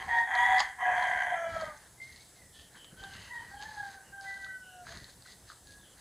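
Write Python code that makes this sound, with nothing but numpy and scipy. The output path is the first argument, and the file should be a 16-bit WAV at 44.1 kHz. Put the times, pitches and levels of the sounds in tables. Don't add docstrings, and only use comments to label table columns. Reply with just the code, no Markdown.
import sys
import numpy as np
from scipy import signal
from scipy.io import wavfile
from scipy.ndimage import uniform_filter1d

SR = 44100
rng = np.random.default_rng(int(sys.argv[2]) if len(sys.argv) > 2 else 0)


def makeup_ratio(level_db):
    decades = np.asarray(level_db, float) / 20
    return 10 ** decades


def pcm_store(signal):
    levels = np.round(np.clip(np.atleast_2d(signal), -1, 1) * 32767)
    wavfile.write(sys.argv[1], SR, levels.astype(np.int16).T)


N = 264820


def evened(x):
    return x / np.sqrt(np.mean(x ** 2) + 1e-20)


def curve(rows):
    s, *columns = np.transpose(rows)
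    return [np.interp(np.arange(N) / SR, s, c) for c in columns]


def read(points, hz):
    f, value = np.transpose(points)
    return np.interp(np.log(hz + 1), np.log(f + 1), value)


def drift(length, hz):
    low_pass = signal.butter(2, hz, fs=SR, output="sos")
    settled = signal.sosfilt(low_pass, rng.standard_normal(length + 4000))[4000:]
    return evened(settled)


def resonate(x, hz, width_hz):
    turn = np.exp(2j * np.pi * np.cumsum(hz * np.ones(len(x))) / SR)
    r = np.exp(-np.pi * width_hz / SR)
    return 2 * (turn * signal.lfilter([(1 - r) ** 2], [1, -2 * r, r * r], x / turn)).real


def noise(points, patchy_db):
    hz = np.fft.rfftfreq(1024, 1 / SR)
    a, b, patches = rng.standard_normal((N // 256 + 5, 513, 3)).T
    patches = uniform_filter1d(uniform_filter1d(patches, 14, 0), 14, 1)
    level_db = read(points, hz)[:, None] + patchy_db * evened(patches)
    return evened(signal.istft((a + 1j * b) * makeup_ratio(level_db), nperseg=1024, noverlap=768)[1][:N])


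def add(mix, s, sound):
    part = mix[round(s * SR):][:len(sound)]
    part += sound[:len(part)]


def call(rows, orders, wobble, flutter_db):
    s, *columns = np.transpose(rows)
    t = np.arange(s[0], s[-1], 1 / SR)
    hz, *levels_db = (np.interp(t, s, c) for c in columns)
    turns = np.cumsum(hz * (1 + wobble * drift(len(t), 44.0))) / SR
    tone = np.zeros(len(t))
    for order, db in zip(orders, levels_db):
        tone += makeup_ratio(db + flutter_db * drift(len(t), 60.4)) * np.cos(2 * np.pi * order * turns)
    return s[0], np.sqrt(2) * tone * signal.windows.tukey(len(t), .1)


def with_partial(rows, db):
    return np.column_stack([rows, np.array(rows)[:, -1] + db])


def sung(rows, pitch):
    s = np.linspace(rows[0][0], rows[-1][0], num=80)
    at, *levels_db = np.transpose(rows)
    return np.transpose([s, np.interp(s, *np.transpose(pitch))] + [np.interp(s, at, db) for db in levels_db])


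def note(start, length, first_hz, last_hz, db, shape):
    attack_s, release_s, ends_db = shape
    u = np.linspace(0, 1, num=40)
    s, hz = start + length * u, first_hz + (last_hz - first_hz) * u
    swell = np.clip(np.minimum((s - start) / attack_s, (start + length - s) / release_s), 0, 1)
    return np.transpose([s, hz, db + ends_db * (1 - swell)])


# t/s, level/dB, beak opening 0-1
CROW = [
    [(0, -35, 1), (.026, -34.5, 1), (.04, -71, 0.9), (.068, -66, .5)],
    [(.074, -38.5, 0), (.108, -30, 0.3), (.198, -31.5, 0.73), (.262, -44, 0.9)],
    [(.272, -33, 0.36), (.34, -25, 0.3), (.398, -27.5, 1), (.46, -24.5, 0.63), (.53, -24.5, 0.75),
     (.6, -26, 0.85), (.655, -37, 1), (.765, -53.5, 1)],
    [(.778, -47, 0.3), (.809, -32.5, 0.6), (.885, -27.5, 0.2), (.93, -27.5, 0.38), (1.05, -26.5, 0.54),
     (1.15, -29, 0.44), (1.27, -32, 0.62), (1.345, -28.5, 0.26)],
    [(1.36, -36, 0.9), (1.45, -40, 0.1), (1.525, -47, 0), (1.563, -39, 0.3), (1.593, -41.5, 0.8),
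     (1.625, -37.5, 0.7), (1.69, -43.5, 0), (1.76, -53, 0.1), (1.82, -50, .6)],
]
# t/s, f/Hz
BEAK_HZ = [(0, 3160), (.1, 3270), (.26, 3350), (.33, 3220), (.47, 3360), (.62, 3305), (.82, 3110),
           (1.0, 3200), (1.2, 3150), (1.36, 3195), (1.7, 3250)]
# f/beak resonance, width/Hz, level/dB
LOW_THROAT = [(767, 223, 13), (1022, 460, 8), (572, 60, -8)]
MID_THROAT = [(1620, 320, -1), (2004, 295, 4.5)]
HIGH_THROAT = [(1, 140, 12), (1.0, 534, 8.5), (2.03, 447, -2.5), (1.87, 250, -9), (2.12, 250, -8.5),
               (2.45, 645, -7.5), (3.2, 1620, -6)]
# t/s, f/Hz
LOWER_HZ = [(.07, 753), (.26, 738), (.275, 752), (.645, 752), (.8, 738), (.94, 728), (1.36, 712)]
UPPER_HZ = [(.09, 941), (.27, 929), (.3, 955), (.53, 972), (.58, 995), (.64, 990), (.79, 970), (.97, 962),
            (1, 985), (1.19, 985), (1.35, 940)]
LOCKED_HZ = [(1.34, 340), (1.45, 336), (1.55, 329), (1.62, 322), (1.7, 305), (1.78, 294)]
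CHEST_DB, THROAT_DB, BEAK_DB = -4.5, -1.5, -15
OPEN_CHEST_DB, OPEN_BEAK_DB = -3.5, 10.5
RASP_DB, CLEARING_DB = -3, -1.5
LOCK_S, LOCK_LENGTH_S, LOCK_BLEND_S = 1.36, .425, .08


def rasp():
    effort_db, opening = curve(sum(CROW, []))
    chest_db = CHEST_DB + OPEN_CHEST_DB * (opening - .5)
    shrill_db = BEAK_DB + OPEN_BEAK_DB * (opening - .5)
    t = np.arange(N) / SR
    locked = np.clip((t - LOCK_S) / LOCK_BLEND_S + .5, 0, 1)
    trains = []
    for pitch, order in ((LOWER_HZ, 2), (UPPER_HZ, 3)):
        hz = locked * order * curve(LOCKED_HZ)[0] + (1 - locked) * curve(pitch)[0]
        turns = np.cumsum(hz * (1 + .065 * drift(N, 150))) / SR
        trains.append(np.exp(2.0 * np.cos(2 * np.pi * turns)))
    turbulence = .85 + .8 * rng.standard_normal(N)
    drive = evened(trains[0] * trains[1]) * turbulence
    out, clearing_db = np.zeros(N), CLEARING_DB * locked
    regions = ((LOW_THROAT, 1, chest_db + clearing_db), (MID_THROAT, 1, THROAT_DB + clearing_db),
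               (HIGH_THROAT, curve(BEAK_HZ)[0], shrill_db))
    for throat, unit_hz, db in regions:
        ring = np.zeros(N)
        for k, (f, width_hz, top_db) in enumerate(throat):
            ring += (-1) ** k * makeup_ratio(top_db) * evened(resonate(drive, f * unit_hz, width_hz))
        out += makeup_ratio(db) * evened(ring)
    breath_end = np.clip((LOCK_S + LOCK_LENGTH_S - t) / 0.017, 0, 1)
    return makeup_ratio(effort_db + RASP_DB) * out * breath_end


# t/s, level/dB
LOWER = [
    [(.07, -41), (.085, -37), (.13, -56), (.19, -30.5), (.225, -50), (.26, -39)],
    [(.275, -54), (.33, -33.5), (.39, -33), (.44, -50), (.47, -37), (.53, -22.5), (.56, -29.5), (.62, -43),
     (.645, -58)],
    [(.8, -70), (.83, -36), (.875, -30.5), (.93, -27.5), (.97, -34.5), (1.06, -33), (1.2, -41), (1.3, -40),
     (1.345, -29), (1.37, -43)],
]
# t/s, partial 1 level/dB, partial 2 level/dB
UPPER = [
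    [(.09, -55, -43), (.115, -33.5, -26.5), (.14, -25.5, -30), (.19, -28.5, -21.5), (.22, -24, -34),
     (.24, -37, -25), (.27, -41, -39)],
    [(.3, -33, -30), (.35, -40, -34.5), (.39, -26, -23), (.435, -22, -24), (.455, -41, -22.5),
     (.53, -27, -29), (.555, -57, -30), (.58, -33, -19), (.64, -43, -63)],
    [(.79, -43, -51), (.81, -47, -28.5), (.86, -37, -36), (.92, -35, -38), (.95, -57, -47), (.98, -40, -53),
     (1.01, -32.5, -33), (1.1, -42.5, -57), (1.19, -50, -54)],
]
# t/s, partials 2, 4, 5 level/dB
LOCKED = [(1.34, -43, -43, -44), (1.385, -35.5, -39.5, -42), (1.45, -32, -37.5, -39.5),
          (1.525, -48, -45.5, -47.5), (1.56, -32, -37.5, -41), (1.59, -46.5, -43, -48),
          (1.625, -31, -41.5, -41), (1.69, -46, -45, -54), (1.78, -64, -66, -68)]
# t/s, partials 9, 10, 17, 19, 21 level/dB
SHRILL = [(1.35, -66, -66, -78, -72, -84), (1.39, -58, -64, -69, -63, -82), (1.45, -60, -62, -72, -63, -80),
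          (1.5, -60, -60, -72, -72, -71), (1.56, -68, -58, -68, -80, -68), (1.62, -70, -57, -80, -80, -73),
          (1.7, -76, -68, -86, -86, -84)]
# t/s, level/dB
MIXED = [(.82, -35), (.9, -35), (1.0, -41), (1.09, -37), (1.11, -39.5), (1.21, -32), (1.26, -37),
         (1.3, -43.5), (1.36, -33)]
# t/s, f/Hz
MIXED_HZ = [(.82, 1636), (1.09, 1630), (1.11, 1563), (1.36, 1590)]
# t/s, depth 0-1
GROWL = [(0, .1), (.8, .1), (.95, .4), (1.12, .35), (1.2, .75), (1.27, .7), (1.36, .2)]
GROWL_HZ = 68
CLEAR_DB, OCTAVE_DB, SEVENTH_DB = -2, -29.5, -12.5


def near_rooster():
    clear, rough = np.zeros(N), rasp()
    for rows, flutter_db in zip(LOWER, (2, 2, 4.5)):
        rows = sung(with_partial(rows, OCTAVE_DB), LOWER_HZ)
        add(clear, *call(rows, orders=(1, 2), wobble=.009, flutter_db=flutter_db))
    for rows, wobble, weak_db in zip(UPPER, (.003, .005, .009), (-30, -34, -50)):
        rows = sung(with_partial(rows, weak_db), UPPER_HZ)
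        add(clear, *call(rows, orders=(1, 2, 4), wobble=wobble, flutter_db=2))
    locked = sung(with_partial(LOCKED, SEVENTH_DB), LOCKED_HZ)
    add(clear, *call(locked, orders=(2, 4, 5, 7), wobble=.007, flutter_db=3.2))
    shrill = sung(SHRILL, LOCKED_HZ)
    add(clear, *call(shrill, orders=(9, 10, 17, 19, 21), wobble=.006, flutter_db=5))
    mixed = sung(with_partial(MIXED, OCTAVE_DB), MIXED_HZ)
    add(rough, *call(mixed, orders=(1, 2), wobble=.013, flutter_db=4))
    beat = np.cos(2 * np.pi * np.cumsum(GROWL_HZ * (1 + 0.15 * drift(N, 24))) / SR)
    return makeup_ratio(CLEAR_DB) * clear, rough * (1 + np.clip(curve(GROWL)[0], 0, 1) * beat)


def blurred(s, length, hz, db, width_hz):
    rows = note(s, length, hz, hz * 0.96466, db, (0.039, 0.1, -9))
    s, hz, db = np.transpose(rows)
    t = np.arange(s[0], s[-1], 1 / SR)
    blur = evened(resonate(rng.standard_normal(len(t)), np.interp(t, s, hz), width_hz))
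    return s[0], makeup_ratio(np.interp(t, s, db)) * blur * signal.windows.tukey(len(t), .15)


# start t/s, length t/s, centre f/Hz, level/dB
PEEPS = [(0.279, 0.35, 1250, -48), (0.77, 0.29, 1060, -45.5), (0.846, 0.14, 2520, -52),
         (2.043, 0.16, 2030, -63), (3.1, 0.26, 1980, -60.5), (5.245, 0.1, 1990, -58.5),
         (4.9, 0.19, 1950, -59.5), (0, 0.061, 1110, -45), (2.75, 0.19, 3140, -60.5),
         (2.96, 0.21, 3173, -61), (3.347, 0.14, 3150, -63), (3.55, 0.16, 3200, -63),
         (4.032, 0.12, 2900, -67.5), (4.615, 0.21, 2960, -64), (5.79, 0.06, 3580, -65)]


def chicks():
    out = np.zeros(N)
    for row in PEEPS:
        add(out, *blurred(*row, width_hz=280))
    return out


# start t/s, hold t/s, leaf crackle level/dB, sole scuff level/dB, rumble level/dB
STEPS = [(0, 0.2, -59, -50, -55), (0.328, 0.1744, -69, -76, -65), (0.594, 0.0081, -48, -71, -59),
         (0.974, 0.23, -61, -69, -58.5), (1.514, 0.14, -57.5, -53, -55), (1.743, 0.13, -69, -62, -83),
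         (2.03, 0.22, -61.5, -76, -64), (2.359, 0.031, -66, -76, -66), (2.56, 0.058, -62.5, -72, -61),
         (2.755, 0.021, -64, -58, -67), (2.995, 0.14, -61.5, -59.5, -57.5), (3.138, .14, -57, -57.5, -60),
         (3.34, 0.2, -64.5, -58, -64.5), (3.625, 0.011, -54, -53, -65), (3.692, 0.25, -59.5, -57.5, -60.5),
         (4.01, 0.11, -91, -64, -74), (4.233, 0.078, -59, -59.5, -71), (4.36, 0.11, -62.5, -74, -64),
         (4.88, 0.059, -54.5, -53, -59.5), (4.943, 0.17, -60.5, -65.5, -58.5),
         (5.277, 0.032, -56.5, -69, -69), (5.495, 0.015, -57, -61.5, -61), (5.682, 0.058, -63.5, -81, -62),
         (5.99, .05, -63.5, -63.5, -61.5)]


def tread(column, rise_db_per_s, fall_db_per_s):
    t, rows = np.arange(0, N + 64, 64)[:, None] / SR, np.array(STEPS)
    start, end = rows[:, 0], rows[:, 0] + abs(rows[:, 1])
    rise_db = rise_db_per_s * np.maximum(start - t, 0)
    fall_db = fall_db_per_s * np.maximum(t - end, 0)
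    power = makeup_ratio(rows[:, column] - rise_db - fall_db) ** 2
    return np.interp(np.arange(N) / SR, t[:, 0], np.sqrt(power.sum(1)))


def steps():
    sizes = makeup_ratio(1.03 * np.minimum(rng.exponential(1, (N, 2)), 5)) * rng.standard_normal((N, 2))
    leaf, sole = (sizes * (rng.random((N, 2)) < 3500 / SR)).T
    crackle = resonate(leaf, 4290.0, 1900) + 0.71 * resonate(leaf, 6210, 780)
    scuff = resonate(sole, 1614, 500) + 0.56 * resonate(sole, 1124, 1020)
    out = np.zeros(N)
    for column, sound in ((2, crackle), (3, scuff)):
        gain = tread(column, rise_db_per_s=328, fall_db_per_s=166)
        out += gain * makeup_ratio(0.99 * drift(N, 20.0)) * evened(sound)
    return out


# f/Hz, level/dB per Hz
THUD = [(15, -70), (25, -12.5), (47, 5.5), (65, 5.5), (123, -9), (146, -0.5), (291, -14.5), (450, -13.5),
        (580, -15), (990, -120)]
AIR = [(150, -35), (250, 0.5), (516, -2), (689, 3), (1170, -5.5), (1840, -1), (2380, -11.5), (3790, -7),
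       (5670, -6.5), (6350, -4.5), (7340, -3.5), (7950, 1.5), (9340, -5.5), (10800, -1), (11700, -10.5),
       (15200, -27.5), (22000, -120)]
AIR_DB, HUM_HZ, HUM_DB, SWAY_DB = -61, 124.1, -74, -77.5


def ground():
    hum = evened(resonate(rng.standard_normal(N), HUM_HZ, 3.9))
    thump = tread(column=4, rise_db_per_s=47, fall_db_per_s=63)
    rumble = (makeup_ratio(SWAY_DB) + thump) * makeup_ratio(2.0 * drift(N, 17.3)) * noise(THUD, patchy_db=2.0)
    return makeup_ratio(AIR_DB + 0.5) * noise(AIR, patchy_db=1.5) + rumble + makeup_ratio(HUM_DB) * hum


# t/s, peak level/dB, ring f/Hz, low knock level/dB
TWIGS = [(0.353, -21, 4070, -9), (0.5832, -20, 4855, -11), (0.5953, -13, 4800, -16), (0.6026, -10, 3100, 6),
         (0.6049, -9, 4600, -29), (1.028, -27, 4044, 1), (1.6112, -27.5, 4400, 1),
         (2.161, -34.5, 4600, -21), (2.596, -34, 3440, -18), (2.845, -31, 3340, -15),
         (3.038, -28, 3800, -7), (3.625, -26.5, 4320, -22), (4.211, -32, 4831, -20),
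         (4.342, -34, 4030, -13.5), (4.446, -28, 3860, -25), (4.4646, -42.5, 4018, 10),
         (4.872, -48.5, 4330, 2), (4.964, -41.5, 4200, 8.5), (5.2582, -47.5, 4300, 6),
         (4.868, -39.5, 4800, 9), (4.923, -30.5, 3450, -5), (4.96, -55, 4050, 14), (4.9726, -28, 4400, -27),
         (5.043, -30, 4300, -27), (5.223, -35.5, 4450, -14), (5.262, -38, 4339, -6), (5.32, -36, 4502, -20),
         (5.5002, -38, 4340, 9), (5.5182, -38, 4335, 4), (5.672, -34, 4330, -28), (3.1524, -38, 4300, 2.5),
         (5.708, -38, 4300, -23), (3.6236, -32, 3050, -20), (1.775, -39, 6250, -20), (4.885, -41, 5000, 0),
         (4.942, -47, 4000, -1), (1.56, -44, 2200, -5)]
THIN_DB, THIN_KNOCK_HZ, KNOCK_HZ_PER_DB = -42, 1440, -17
EDGE_DB = -8.5


def twigs():
    out, t = np.zeros(N), np.arange(800) / SR
    fibres = rng.standard_normal((len(TWIGS), len(t))) * makeup_ratio(-60 * t / 0.053)
    fibres[:, 0] = 22
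    for burst, (s, peak_db, hz, knock_db) in zip(fibres, TWIGS):
        knock_hz = THIN_KNOCK_HZ + KNOCK_HZ_PER_DB * (peak_db - THIN_DB)
        snap = np.zeros(len(t))
        for f, width_hz, db in ((hz, 1100, 0), (knock_hz, 450, knock_db), (6600, 1200, EDGE_DB)):
            part = resonate(burst, f, width_hz)
            snap += makeup_ratio(db) * part / abs(part).max()
        add(out, s, makeup_ratio(peak_db - 8.5) * snap)
    thin_wood = signal.butter(4, (750, 9000), "band", fs=SR, output="sos")
    return signal.sosfilt(thin_wood, out)


# start t/s, length t/s, centre
# f/Hz, level/dB
WIDE_CHIRPS = [
    (2.52, 0.18, 3270, -62),
    (2.9, .08, 1500, -62),
    (3.1, 0.24, 2970, -59.5),
    (5.83, 0.12, 3280, -63),
    (.596, 0.028, 1250, -44),
]


def wide_chirps():
    out = np.zeros(N)
    for row in WIDE_CHIRPS:
        add(out, *blurred(*row, width_hz=470))
    return out


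# start t/s, length t/s, first f/Hz,
# last f/Hz, level/dB
PIPES = [
    (1.968, 0.039, 2040, 2100, -53),
    (2.13, 0.11, 2090, 2270, -59),
    (2.341, 0.2, 2173, 1770, -70),
    (2.53, 0.14, 1780, 1856, -62.5),
    (2.819, 0.098, 1836, 1780, -67),
    (4.654, 0.2, 1650, 1620, -69),
    (5.635, 0.23, 1674, 1670, -68),
    (4.887, 0.05, 677, 690, -47),
]
# start t/s, first f/Hz, last f/Hz, level/dB
ROLL = (1.997, 2080, 2120, -47.5)
ROLL_S, ROLL_HZ, ROLL_FADE_S = .085, 62, .035


def pipes():
    out = np.zeros(N)
    for row in PIPES:
        add(out, *call(note(*row, (0.039, 0.097, -15.5)), orders=(1,), wobble=0.01, flutter_db=4.5))
    rolled = note(ROLL[0], ROLL_S, *ROLL[1:], (.02, .045, -10))
    s, tone = call(rolled, orders=(1,), wobble=.002, flutter_db=.8)
    t = np.arange(len(tone)) / SR
    depth = np.exp(-(t / ROLL_FADE_S) ** 2 / 2)
    add(out, s, tone * (1 - depth * np.cos(2 * np.pi * ROLL_HZ * t)))
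    return out


# t/s, f/Hz, partial 1 level/dB, partial 2 level/dB
FAR = [
    [(2.96, 790, -75, -83), (2.975, 766, -87, -59), (3.01, 778, -64, -54.5), (3.056, 787, -55, -46.5),
     (3.094, 781, -56.5, -50), (3.115, 793, -77, -61), (3.14, 760, -78, -74)],
    [(3.49, 772, -76, -62), (3.545, 802, -52.5, -56.5), (3.61, 813, -54, -50.5), (3.65, 876, -53.5, -51.5),
     (3.7, 860, -55.5, -52.5), (3.756, 843, -55, -55), (3.806, 806, -45, -44.5), (3.87, 791.3, -54, -53.5),
     (4.05, 768, -70.5, -67)],
    [(4.1, 782, -69, -72), (4.14, 792, -59.5, -52), (4.268, 781, -49, -47.5), (4.4, 782, -61, -50.5),
     (4.5, 766, -67.5, -46.5), (4.62, 751, -79, -54.5), (4.75, 735, -56, -60), (4.84, 709, -56, -63),
     (4.87, 703, -78, -74)],
]
# t/s, f/Hz, partial 1 level/dB, partial 2 level/dB
THIRD = [
    [(3.28, 1010, -79, -67), (3.298, 934, -60, -63), (3.322, 970, -52, -47), (3.362, 953, -52, -49),
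     (3.39, 936, -60, -48.5), (3.432, 953, -57, -55), (3.474, 964, -80, -61), (3.525, 960, -78, -62),
     (3.55, 952.5, -78, -71)],
    [(4.24, 920, -70, -82), (4.254, 1007, -73, -61), (4.278, 990, -91, -45.5), (4.364, 986, -80, -55),
     (4.374, 982, -79, -80), (4.388, 980, -89, -52.5), (4.5, 974.8, -82, -50), (4.506, 972.5, -88, -41.5),
     (4.63, 982.2, -89, -99)],
]
TRILL_DEPTHS = (.1, .5, .3, 0)
TRILL_HZ, TRILL_PEAK_S, FAR_OCTAVE_DB = 34.5, 3.72, -26


def far_roosters():
    out = np.zeros(N)
    wobbles, flutters_db = (.006, .01, .02, .001), (2.5, 1.5, 3, .8)
    for rows, wobble, flutter_db, depth in zip(FAR[:2] + THIRD, wobbles, flutters_db, TRILL_DEPTHS):
        rows = with_partial(rows, FAR_OCTAVE_DB)
        s, tone = call(rows, orders=(1, 2, 4), wobble=wobble, flutter_db=flutter_db)
        t = s + np.arange(len(tone)) / SR
        add(out, s, tone * (1 + depth * np.cos(2 * np.pi * TRILL_HZ * (t - TRILL_PEAK_S))))
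    return out


THROB_HZ, THROB_PEAK_S, THROB_DEPTH = 16.4, 4.196, .45


def long_note():
    rows, calm, upper = with_partial(FAR[2], FAR_OCTAVE_DB), np.zeros(N), np.zeros(N)
    add(calm, *call(rows[:, :3], orders=(1,), wobble=.0012, flutter_db=1))
    add(upper, *call(rows[:, [0, 1, 3, 4]], orders=(2, 4), wobble=.001, flutter_db=1.8))
    throb = np.cos(2 * np.pi * THROB_HZ * (np.arange(N) / SR - THROB_PEAK_S))
    return calm + upper * (1 + THROB_DEPTH * throb)


# f/Hz, t60 t/s
YARD = [(400, 0.14), (1500, 0.39), (4000, 0.11), (10000, 0.25)]


def yard(x):
    taps = np.zeros(SR // 2)
    at = np.arange(300, len(taps) - 20, 20)
    taps[at + rng.integers(0, 20, len(at))] = rng.choice([-1., 1.], len(at))
    hz, t, z = signal.stft(taps, SR, nperseg=256)
    tail = signal.istft(z * makeup_ratio(-60 * t / read(YARD, hz)[:, None]), SR, nperseg=256)[1]
    return signal.fftconvolve(x, tail / np.linalg.norm(tail))[:N]


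def scene():
    clear, rough = near_rooster()
    far = chicks() + wide_chirps() + pipes() + far_roosters()
    held, snaps = long_note(), twigs()
    mix = makeup_ratio(-4.0) * rough + makeup_ratio(-2.5) * clear + makeup_ratio(1.5) * far + makeup_ratio(1.5) * held
    mix += snaps + steps() + ground()
    mix += yard(makeup_ratio(-8.5) * rough + makeup_ratio(-14) * clear + makeup_ratio(-12.5) * snaps)
    mix += yard(makeup_ratio(-5.5) * far + makeup_ratio(-10) * held)
    return np.array([mix, mix])


def top_cut(x):
    return signal.sosfilt(signal.butter(12, 15500, fs=SR, output="sos"), x)


# f/Hz, level/dB per Hz
TOP = [(6880, -62.5), (11700, -5), (12100, -16), (14900, -1), (15500, -14.5)]
PORTS = [(24, -41), (40, -5), (183, -17), (417, -18.5), (778, -3.5), (1100, -11), (1280, -20), (2110, -13),
         (2710, -22), (3220, -1), (4030, -8), (10700, -2.5), (15500, -21)]
TOP_DB, PORTS_DB = -75, -71


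def record(dry):
    hiss = makeup_ratio(TOP_DB) * noise(TOP, patchy_db=.7)
    unlike = makeup_ratio(PORTS_DB) * noise(PORTS, patchy_db=5)
    capsule = signal.butter(3, 45, "high", fs=SR, output="sos")
    dry = signal.sosfilt(capsule, dry)
    dry = .3 * np.tanh(dry / .3)
    return top_cut(dry + hiss + np.array([unlike, -unlike]))


dry = scene()
out = record(dry)
pcm_store(out)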